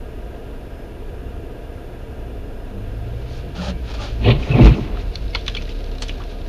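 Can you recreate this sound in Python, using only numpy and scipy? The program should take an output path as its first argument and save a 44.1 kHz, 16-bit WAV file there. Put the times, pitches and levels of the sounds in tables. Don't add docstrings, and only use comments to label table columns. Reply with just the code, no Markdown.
import sys
import numpy as np
from scipy import signal
from scipy.fft import rfft, irfft
from scipy.io import wavfile
from scipy.ndimage import uniform_filter1d

SR = 44100
rng = np.random.default_rng(int(sys.argv[2]) if len(sys.argv) > 2 else 0)


def ratio(d):
    e = np.asarray(d, float) / 20
    return 10 ** e


def to_wav(s):
    ch = np.atleast_2d(s).T
    pcm = np.round(np.clip(ch, -1, 1) * 32767)
    wavfile.write(sys.argv[1], SR, pcm.astype(np.int16))


N = 286089
t = np.arange(N) / SR
f = np.fft.rfftfreq(N, 1 / SR)


def unit(x):
    return x / np.sqrt(np.mean(x ** 2))


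def track(rows, col):
    rows = np.array(rows)
    first, last = rows[0, 0], rows[-1, 0]
    gate = np.interp(t, [first - 0.037, first, last, last + 0.037], [0, 1, 1, 0])
    return np.interp(t, rows[:, 0], rows[:, col]), gate


def gain(rows, col):
    db, gate = track(rows, col)
    return ratio(db) * gate


def swell(rows):
    levels = []
    for start, top, attack, release, hold in rows:
        before = (start - t) / attack
        after = np.maximum(t - start - hold, 0) / release
        levels.append(top - 20 * np.maximum(before, after))
    return ratio(np.max(levels, axis=0))


def shape(points):
    hz, db = np.transpose(points)
    return ratio(np.interp(np.log(f + 1), np.log(hz), db))


def peak(hz, width):
    return 1 / (1 + 1j * (f / hz - hz / (f + 1e-9)) * hz / width)


def through(x, response):
    return unit(irfft(rfft(x) * response, N))


def body(x, modes):
    return through(x, sum(ratio(db) * peak(hz, width) ** 2 for hz, width, db in modes))


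def walk(rate):
    return through(rng.standard_normal(N), 1 / (1 + (f / rate) ** 2))


def grains(rate, scatter_db, wash):
    size = ratio(scatter_db * rng.exponential(size=N))
    ticks = (rng.random(N) < rate / SR) * rng.standard_normal(N) * size
    return unit(ticks) + wash * rng.standard_normal(N)


def tone(hz, size, wobble):
    phase = 2 * np.pi * np.cumsum(hz * (1 + wobble * walk(6.13))) / SR
    return np.sqrt(2) * size * ratio(0.48 * walk(24)) * np.sin(phase)


# f/Hz, width/Hz, level/dB
FLOOR_MODES = [(116.2, 25.3, -0.5), (140.7, 15, -0.5)]
DOOR_MODES = [(198, 34, -2.5), (247, 24, -1.5), (288, 31, -5.5), (323.3, 27, -3.5)]
BUCKLE_MODES = [(404, 56, -0.5), (490, 54, -5.5), (600, 57, -5.5), (696, 98, -8.5), (874, 29, -9.5),
                (1026, 215, -16.5)]
# f/Hz, level/dB per Hz
TEAR_SPECTRA = [
    [(710, -34), (1200, -8.5), (1400, -7.5), (1580, -15), (1900, -3.5), (2040, -6), (2300, 0.5), (2940, 0), (4300, -7), (4900, -24), (6110, -53), (10300, -120)],
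    [(710, -18), (1200, -6.5), (1410, -3), (1620, -11), (1770, -7), (1940, -6), (2620, -2), (2940, -6), (4200, -11), (6000, -35), (7800, -57), (13200, -120)],
]
# t/s, peak level/dB, attack/s, release/s (each per 20 dB), hold/s
FLOOR_HITS = [(4.265, -21, .065, .055, 0.041), (4.366, -21, 0.12, 0.055, .003),
              (4.505, -25, .012, .05, .012), (4.555, -16, 0.055, 0.086, 0.0034),
              (4.614, -12, 0.018, 0.125, 0.023), (4.68, -15, .1, .05, 0.049),
              (4.826, -30, 0.11, .075, .003)]
DOOR_HITS = [(4.255, -22.5, .06, 0.099, 0.066), (4.36, -33, .1, .045, 0.078), (4.54, -21, .05, .06, .03),
             (4.602, -11, 0.079, .06, 0.0033), (4.63, -11.5, .075, 0.091, 0.044),
             (4.72, -23, .1, 0.076, .06), (4.85, -35, .1, .1, .1)]
CRUMPLE = [(4.27, -18, 0.045, 0.071, 0.03), (4.36, -35, .1, .07, .06), (4.55, -21.5, .09, .13, .05),
           (4.665, -15.5, 0.17, 0.055, .01), (4.73, -30, .1, .15, 0.047), (4.85, -37, .1, 0.22, 0.08)]
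RIPS = [
    [(4.255, -25, 0.035, .03, 0.035), (4.302, -23, .02, .035, .014), (4.345, -39, .03, 0.03, .016),
     (4.4, -45, .1, .05, .01), (4.438, -39, 0.06, 0.02, .003)],
    [(4.5, -34, 0.052, .2, .07), (4.65, -27.5, 0.26, 0.12, .03), (4.74, -38, .1, 0.36, 0.032),
     (4.88, -45, .1, 0.1, 0.13)],
]
BOOM = [
    (4.582, -22, 0.2, .03, .003),
    (4.64, -4.5, 0.016, 0.06, 0.043),
]


def crash():
    knocks = grains(500, scatter_db=2.5, wash=0.81)
    tearing = ratio(2.14 * walk(54)) * grains(3000, scatter_db=-6.0, wash=2.55)
    out = ratio(1.5) * tone(53.5, swell(BOOM), 0.0204)
    out = out + swell(FLOOR_HITS) * body(knocks, FLOOR_MODES)
    out = out + swell(DOOR_HITS) * body(knocks, DOOR_MODES)
    out = out + swell(CRUMPLE) * body(knocks, BUCKLE_MODES)
    for rows, spectrum in zip(RIPS, TEAR_SPECTRA):
        out = out + swell(rows) * through(tearing, shape(spectrum))
    return out


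# t/s, peak level/dB, f/Hz, length/s
SQUEALS = [(3.685, -40, 3200, .02), (3.76, -50, 2300, .04), (4.252, -26, 2570, .006),
           (4.263, -24, 2870, .006), (4.278, -27, 3300, .008), (4.288, -28, 1943, .009),
           (4.305, -23, 2290, .005), (4.313, -25, 2440, .007), (4.425, -35, 3040, .005),
           (4.433, -33, 2514, .007), (4.5, -37, 2550, .006), (4.521, -22, 2600, .007),
           (4.545, -23, 2546, .008), (4.567, -29, 2270, .008), (4.579, -30, 2395, .004),
           (4.601, -28, 2290, .007), (4.617, -24, 2640, .011), (4.626, -30, 2088, .007),
           (4.651, -26, 2648, .004), (4.679, -25, 2530, .009), (4.696, -31, 2395, .005),
           (4.744, -30, 2653, .005)]
PANEL_NOTES = [(3.597, -37, 1394, .015), (3.575, -34, 242, .015), (3.62, -38, 581, .015),
               (3.637, -37, 850, .016), (3.667, -39, 796, .012), (3.68, -34, 586, .04),
               (3.47, -38, 198, .06), (4.005, -39, 1200, .02), (4.272, -10, 107, .025),
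               (4.285, -21, 253, .014), (4.292, -13, 403, .013), (4.285, -20, 490, .015),
               (4.305, -11, 123, .022), (4.313, -17, 220, .02), (4.361, -17, 125, .025),
               (4.515, -12, 139, .013), (4.56, -9, 134, .018), (4.569, -20, 446, .015),
               (4.573, -22, 694, .011), (4.597, -9, 244, .019), (4.608, -15, 330, .022),
               (4.612, -25, 608, .012), (4.622, -5, 134, .017), (4.648, -14, 225, .02),
               (4.66, -15, 370, .014), (4.662, -22, 554, .009), (4.674, -24, 850, .015),
               (4.734, -14, 118, .018), (4.824, -21, 123, .018), (4.85, -32, 310, .02),
               (4.98, -38, 700, .012), (5.309, -47, 5230, .007), (5.375, -37, 3130, .012),
               (5.4, -41, 3500, .01)]


def squeals_and_panel_notes():
    rough = walk(93)
    out = np.zeros(N)
    for start, db, hz, length in SQUEALS + PANEL_NOTES:
        envelope = ratio(db + 1.8 * rough) * np.exp(-((t - start) / length) ** 2)
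        out += envelope * np.sin(2 * np.pi * hz * t + 0.98 * min(hz / 2000, 1) * rough)
    return out


# t/s, peak level/dB, centre f/Hz, spread/octaves
SHARDS = [(4.972, -27, 2000, 0.9), (5.1563, -16, 4100, 0.28), (5.2794, -34, 3534, 0.39),
          (5.3495, -5.5, 3140, 0.43), (5.4645, -23, 4000, 0.65), (5.48, -8, 3800, 0.45),
          (5.4984, -25, 3900, 0.6), (5.5498, -12.5, 3500, 0.25), (5.5668, -19, 3400, 0.5),
          (5.6125, -26, 2720, 0.52), (5.654, -30, 3840, 0.5), (5.677, -33, 2600, 0.5),
          (5.7189, -31, 3740, 0.5), (5.7894, -38, 4150, 0.5), (5.842, -30, 4180, 0.44),
          (5.862, -33, 4100, .5), (5.915, -33, 4000, .4), (5.952, -32, 4040, 0.38),
          (5.9833, -28, 3940, 0.63), (6.0825, -24, 4500, 0.55), (6.094, -15.5, 2970, 0.37),
          (6.219, -30, 2940, 0.42), (6.238, -32.5, 4290, 0.38), (6.4156, -33, 2890, 0.62),
          (6.4804, -18, 4200, 0.5)]
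# the same, then chatter/s
SLIPS = [(5.356, -12, 3400, 0.6, 0.004), (5.48, -27, 1400, .5, .003), (5.55, -30, 1500, .5, .003),
         (5.351, -18, 1080, 0.83, 0.0088), (5.482, -17, 3000, 0.45, 0.006),
         (5.516, -31, 2520, 0.61, 0.0037), (5.569, -21, 3600, 0.55, 0.008),
         (5.621, -27, 3980, 0.63, 0.0081), (5.692, -27.5, 3780, 0.68, 0.013), (5.54, -41, 6000, .3, .002),
         (6.0212, -15, 5200, 0.95, .007), (6.022, -28, 1200, .6, .006), (6.03, -21, 4300, 0.73, 0.006),
         (6.084, -27, 4300, .55, .006), (6.097, -25, 3100, .45, .008), (5.552, -22, 3400, .5, .005),
         (6.038, -24, 3870, 0.57, 0.004), (6.047, -36, 4800, .4, .004), (6.066, -34, 4100, .3, .002),
         (6.2, -27, 1106, 0.4, 0.03), (6.481, -28, 2055, 0.35, 0.0038)]


def shard_hit(db, hz, spread, chatter_s):
    u = np.arange(4096) / SR
    chance = rng.standard_normal((3, 60, 1))
    pitch = np.geomspace(700, 7400, num=60)[:, None] * 2 ** (0.01 * chance[0])
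    octaves = np.log2(pitch / hz) / max(spread, 0.3)
    weight_db = -9 * np.abs(octaves) ** 1.53 - 8 * np.maximum(octaves, 0) + 4 * chance[2]
    t60 = 0.004 * 2 ** (0.4 * chance[1])
    envelope = (1 - np.exp(-u / 0.00028)) * np.exp(-np.log(1000) * u / t60)
    modes = np.sum(envelope * ratio(weight_db) * np.sin(2 * np.pi * pitch * u), axis=0)
    contacts = 0.27 * rng.standard_normal(2048) ** 3 / 3 + rng.standard_normal(2048)
    contacts = contacts * np.exp(-u[:2048] / chatter_s)
    contacts[0] += 4.3 * ratio(min(db + 13, 0))
    hit = signal.fftconvolve(modes, contacts)[:4096]
    return hit / np.abs(hit).max()


def stirred_grit(landings):
    grit = through(grains(600, scatter_db=1.0, wash=2.0), (peak(3840, 1500) + 1.14 * peak(2680, 1300)) ** 2)
    since = t - 4.95
    stir = np.clip(since / 0.021, 0, 1) * ratio(-51.5 - 0.8 * since)
    share = 1 / (0.098 * SR)
    kick = np.sqrt(np.abs(signal.lfilter([share], [1, share - 1], landings ** 2)))
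    return (stir + ratio(-23) * kick) * ratio(1.7 * walk(25)) * grit


# t/s, peak level/dB, f/Hz, ring length/s (each ring dies away by 60 dB in
RINGS = [(4.972, -31, 1300, .03), (4.994, -35, 3750, .03), (5.1556, -20, 4320, .022),
         (5.1556, -28, 3600, .02), (5.157, -34, 2170, .03), (5.3495, -16, 4270, .02),
         (5.35, -14, 3080, .025), (5.352, -12, 2140, 0.024), (5.352, -20.5, 1440, .03),
         (5.351, -21.5, 906, 0.039), (5.3567, -18, 4260, .02), (5.356, -22, 3440, 0.027),
         (5.4643, -29, 3340, .025), (5.468, -33, 2340, .05), (5.4797, -13.5, 4100, .022),
         (5.4795, -17, 3640, .018), (5.4797, -16, 2670, 0.022), (5.486, -28, 3260, .03),
         (5.5497, -18, 3220, .03), (5.5495, -22, 3800, .018), (5.5675, -20, 3060, .025),
         (5.569, -25, 4350, 0.027), (5.572, -20.5, 2355, 0.051), (5.585, -34, 2580, .08),
         (5.677, -36, 1900, 0.043), (5.6905, -34, 3400, .025), (5.985, -36, 4000, .035),
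         (6.0225, -21, 4250, .02), (6.0315, -26, 4200, .025), (6.024, -30, 2760, .05),
         (6.086, -30, 3375, .03), (6.0942, -23, 2810, 0.027), (6.0944, -28, 3360, .025),
         (6.4803, -28, 3930, .03), (6.4803, -30, 1950, .04)]


def shards():
    out, u = np.zeros(N + 8192), np.arange(4096) / SR
    clean = [row + (0.0025,) for row in SHARDS]
    for start, db, hz, spread, chatter_s in clean + SLIPS:
        i = int(start * SR)
        out[i:i + 4096] += ratio(db - 1.5) * shard_hit(db, hz, spread, chatter_s)
    for start, db, hz, t60 in RINGS:
        i = int(start * SR)
        envelope = (1 - np.exp(-u / 0.0004)) * np.exp(-np.log(1000) * u / (0.62 * t60))
        out[i:i + 4096] += ratio(db + 2.5) * envelope * np.sin(2 * np.pi * hz * u)
    tail = rng.standard_normal(4096) * np.exp(-np.log(1000) * u / 0.099)
    tail = tail / np.sqrt(np.sum(tail ** 2))
    wet = out + ratio(-11) * signal.fftconvolve(out, tail)[:len(out)]
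    ahead = rng.standard_normal(900) * np.linspace(0.3, 1, num=900)
    ahead = ahead / np.sqrt(np.sum(ahead ** 2))
    early = ratio(-17) * signal.fftconvolve(out, ahead)[900:N + 900]
    return wet[:N] + early + stirred_grit(out[:N])


# f/Hz, level/dB per Hz
SPRAY = [(820, -47), (1400, -11), (1510, -4.5), (2010, -4), (2450, 1.5), (3300, -1.5), (4480, -9),
         (5500, -24), (7150, -17), (12100, -120)]
# f/Hz, width/Hz, level/dB
ARCH = [
    (606, 155, 2.5),
    (793, 260, 0),
    (1285, 380, -3),
    (1620, 570, -12),
]
# t/s, peak level/dB, attack/s, release/s (each per 20 dB), hold/s
SKIDS = [(3.2, -53.5, 0.91, .9, 1), (3.31, -49.5, 0.28, .06, .1), (3.557, -40.5, .02, 0.049, .05),
         (3.615, -37, 0.099, 0.034, 0.09), (3.908, -40.5, 0.14, .06, 0.01), (3.94, -39, .012, .07, .012),
         (4.016, -37.5, .11, 0.16, 0.037)]
FLUNG_ICE = [(3.33, -56.5, 0.1, .06, 0.049), (4.304, -50.5, 0.21, .06, .003), (4.428, -47, 0.1, 0.47, .003),
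             (4.656, -35.5, .065, 0.064, .003), (4.754, -49, .08, 0.26, .003),
             (5.014, -51, .045, .03, .003)]
JUDDER = [
    (3.6, -25, .045, 0.044, .02),
    (3.688, -26.5, 0.027, .09, 0.0195),
]


def slide():
    slush = grains(4000, scatter_db=1.8, wash=1.7)
    skid, full = swell(SKIDS), ratio(-37)
    spray = skid * through(slush, shape(SPRAY))
    scrub = ratio(2) * full * (skid / full) ** 1.63 * body(slush, ARCH)
    sleet_size = ratio(-5) * full * (skid / full) ** 1.55 + swell(FLUNG_ICE)
    sleet = sleet_size * through(slush, peak(4440, 3800) ** 2)
    judder_hz = 176.5 + 18 * np.exp(-((t - 3.69) / 0.027) ** 2)
    return spray + scrub + sleet + tone(judder_hz, swell(JUDDER), 0.0202)


# t/s, firing f/Hz, level/dB
OWN_ENGINE = [
    [(0, 27.1, -39), (1.5, 27, -37), (3.4, 26.3, -36), (3.65, 28, -44), (4.15, 28.54, -29),
     (4.4, 29.9, -22)],
    [(4.8, 38.92, -28.5), (5.1, 37.5, -23.5), (5.146, 38.8, -42), (5.25, 44.8, -25), (5.434, 39.9, -32),
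     (5.592, 33.1, -27.5), (5.776, 32.02, -25.5), (6.344, 31.57, -32), (6.487, 30.2, -26.5)],
]
# t/s, f/Hz (firing pitch of the bus), level/dB,
# load/dB (second order over the first)
BUS = [(1.1, 66.9, -39, -8.5), (1.59, 61.1, -37, -7), (1.75, 65.95, -46, -12), (1.95, 60.77, -44.5, 0),
       (2.4, 55.98, -30.5, -13), (2.64, 50.56, -51.5, -1), (2.75, 49.47, -35, -3), (3.1, 55.63, -30.5, 0),
       (3.52, 69, -39.5, 0), (3.76, 63.52, -28, -12), (4.01, 50.7, -31, -9), (4.18, 55.6, -23, -9.5),
       (4.3, 59.33, -18.5, 5.5), (4.47, 64.6, -30, -23)]


def engines():
    own = 0
    for rows in OWN_ENGINE:
        hz, size = track(rows, 1)[0], gain(rows, 2)
        own = own + tone(1.1 * hz, size, 0.0179) + ratio(-12.5) * tone(2 * hz, size, 0.018)
    hz, size = track(BUS, 1)[0], gain(BUS, 2)
    loaded = size * ratio(track(BUS, 3)[0])
    fourth = 4 * hz
    buzz = ratio(-1.5) / (1 + ((fourth - 198) / 9.5) ** 2) ** 2 + ratio(-24)
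    bus = tone(hz, size, 0.013) + tone(2 * hz, loaded, 0.011) + tone(fourth, loaded * buzz, 0.00855)
    return own + bus


# f/Hz, level/dB per Hz
FAN = [(76, -36), (130, 3), (154, -10), (186, -5), (446, -0.5), (558, -6.5), (697, -5.5), (772, -13.5),
       (1130, -21.5), (1610, -20), (2160, -24.5), (2790, -23.5), (7800, -45), (10100, -70), (17200, -120)]
# f/Hz, width/Hz, level/dB over the fan noise
DUCTS = [(263, 32, 5), (457, 64, 2), (696, 21, 4), (959, 35, 7), (1234, 24, 8), (1396, 30, 7),
         (1620, 82, 7), (2390, 150, 2), (2800, 300, 3), (3080, 200, -2), (3500, 86, 4)]
# f/Hz, level/dB
WHINE = [
    (5130, -86),
    (5158, -84),
    (5184, -80),
]
# t/s, level/dB
RUMBLE = [(0.0, -30), (2.3, -30), (3.7, -26), (4.05, -27), (4.85, -27), (5.0, -24), (5.7, -27.5),
          (6.49, -29)]
# f/Hz, level/dB per Hz
ROAD = [(12, -44), (20, -2.5), (35, -4.5), (49, -2.5), (107, -10), (156, -20.5), (183, -20), (200, -16),
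        (260, -45), (440, -120)]


def cabin():
    ducts = 1 + sum((ratio(db) - 1) * np.abs(peak(hz, width)) ** 2 for hz, width, db in DUCTS)
    fan = ratio(-37.5 + 0.32 * walk(29)) * through(rng.standard_normal(N), shape(FAN) * ducts)
    whine = 0
    for hz, db in WHINE:
        size = ratio(db + 4.5 + 3.5 * walk(4))
        whine = whine + size * np.sin(2 * np.pi * hz * t + 1.5 * walk(5.4))
    rumble = ratio(track(RUMBLE, 1)[0] - 4) * through(rng.standard_normal(N), shape(ROAD))
    return fan + whine + rumble


def scene():
    return (crash() + squeals_and_panel_notes() + shards() + slide() + engines() + cabin())[None]


def roll_off(x):
    return signal.sosfilt(signal.butter(12, 15410, fs=SR, output="sos"), x)


def record(dry):
    sample_hz = 16000
    limit = sample_hz / 2
    ends = np.minimum(np.minimum(t, t[-1] - t) / 0.003, 1)
    x = ends * dry[0] / (1 + np.abs(dry[0] / 0.97) ** 5) ** (1 / 5)
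    kept = irfft(rfft(x) * (f < limit) * shape([(6500, 0), (7300, -5), (7900, -1)]), N)
    mirror_shape = (f > limit) * shape([(8000, 5.5), (9500, -5), (12000, -33), (14000, -45)])
    mirror = irfft(rfft(kept * np.cos(2 * np.pi * sample_hz * t)) * mirror_shape, N)
    loud = np.sqrt(uniform_filter1d(x ** 2, size=1024) + 1e-12)
    hiss = through(rng.standard_normal(N), shape([(4000, -5), (8000, -0.5), (14000, 0.5)]))
    hiss = (ratio(-60.5) + ratio(-51.5) * loud) * hiss
    notch = 1 - 0.71 * np.exp(-((f - limit) / 450) ** 2)
    x = irfft(rfft(kept + mirror + hiss) * notch * (f < 14100), N)
    mix = np.clip(1.013 * x, -1, 1)[None]
    return roll_off(mix)


dry = scene()
out = record(dry)
to_wav(out)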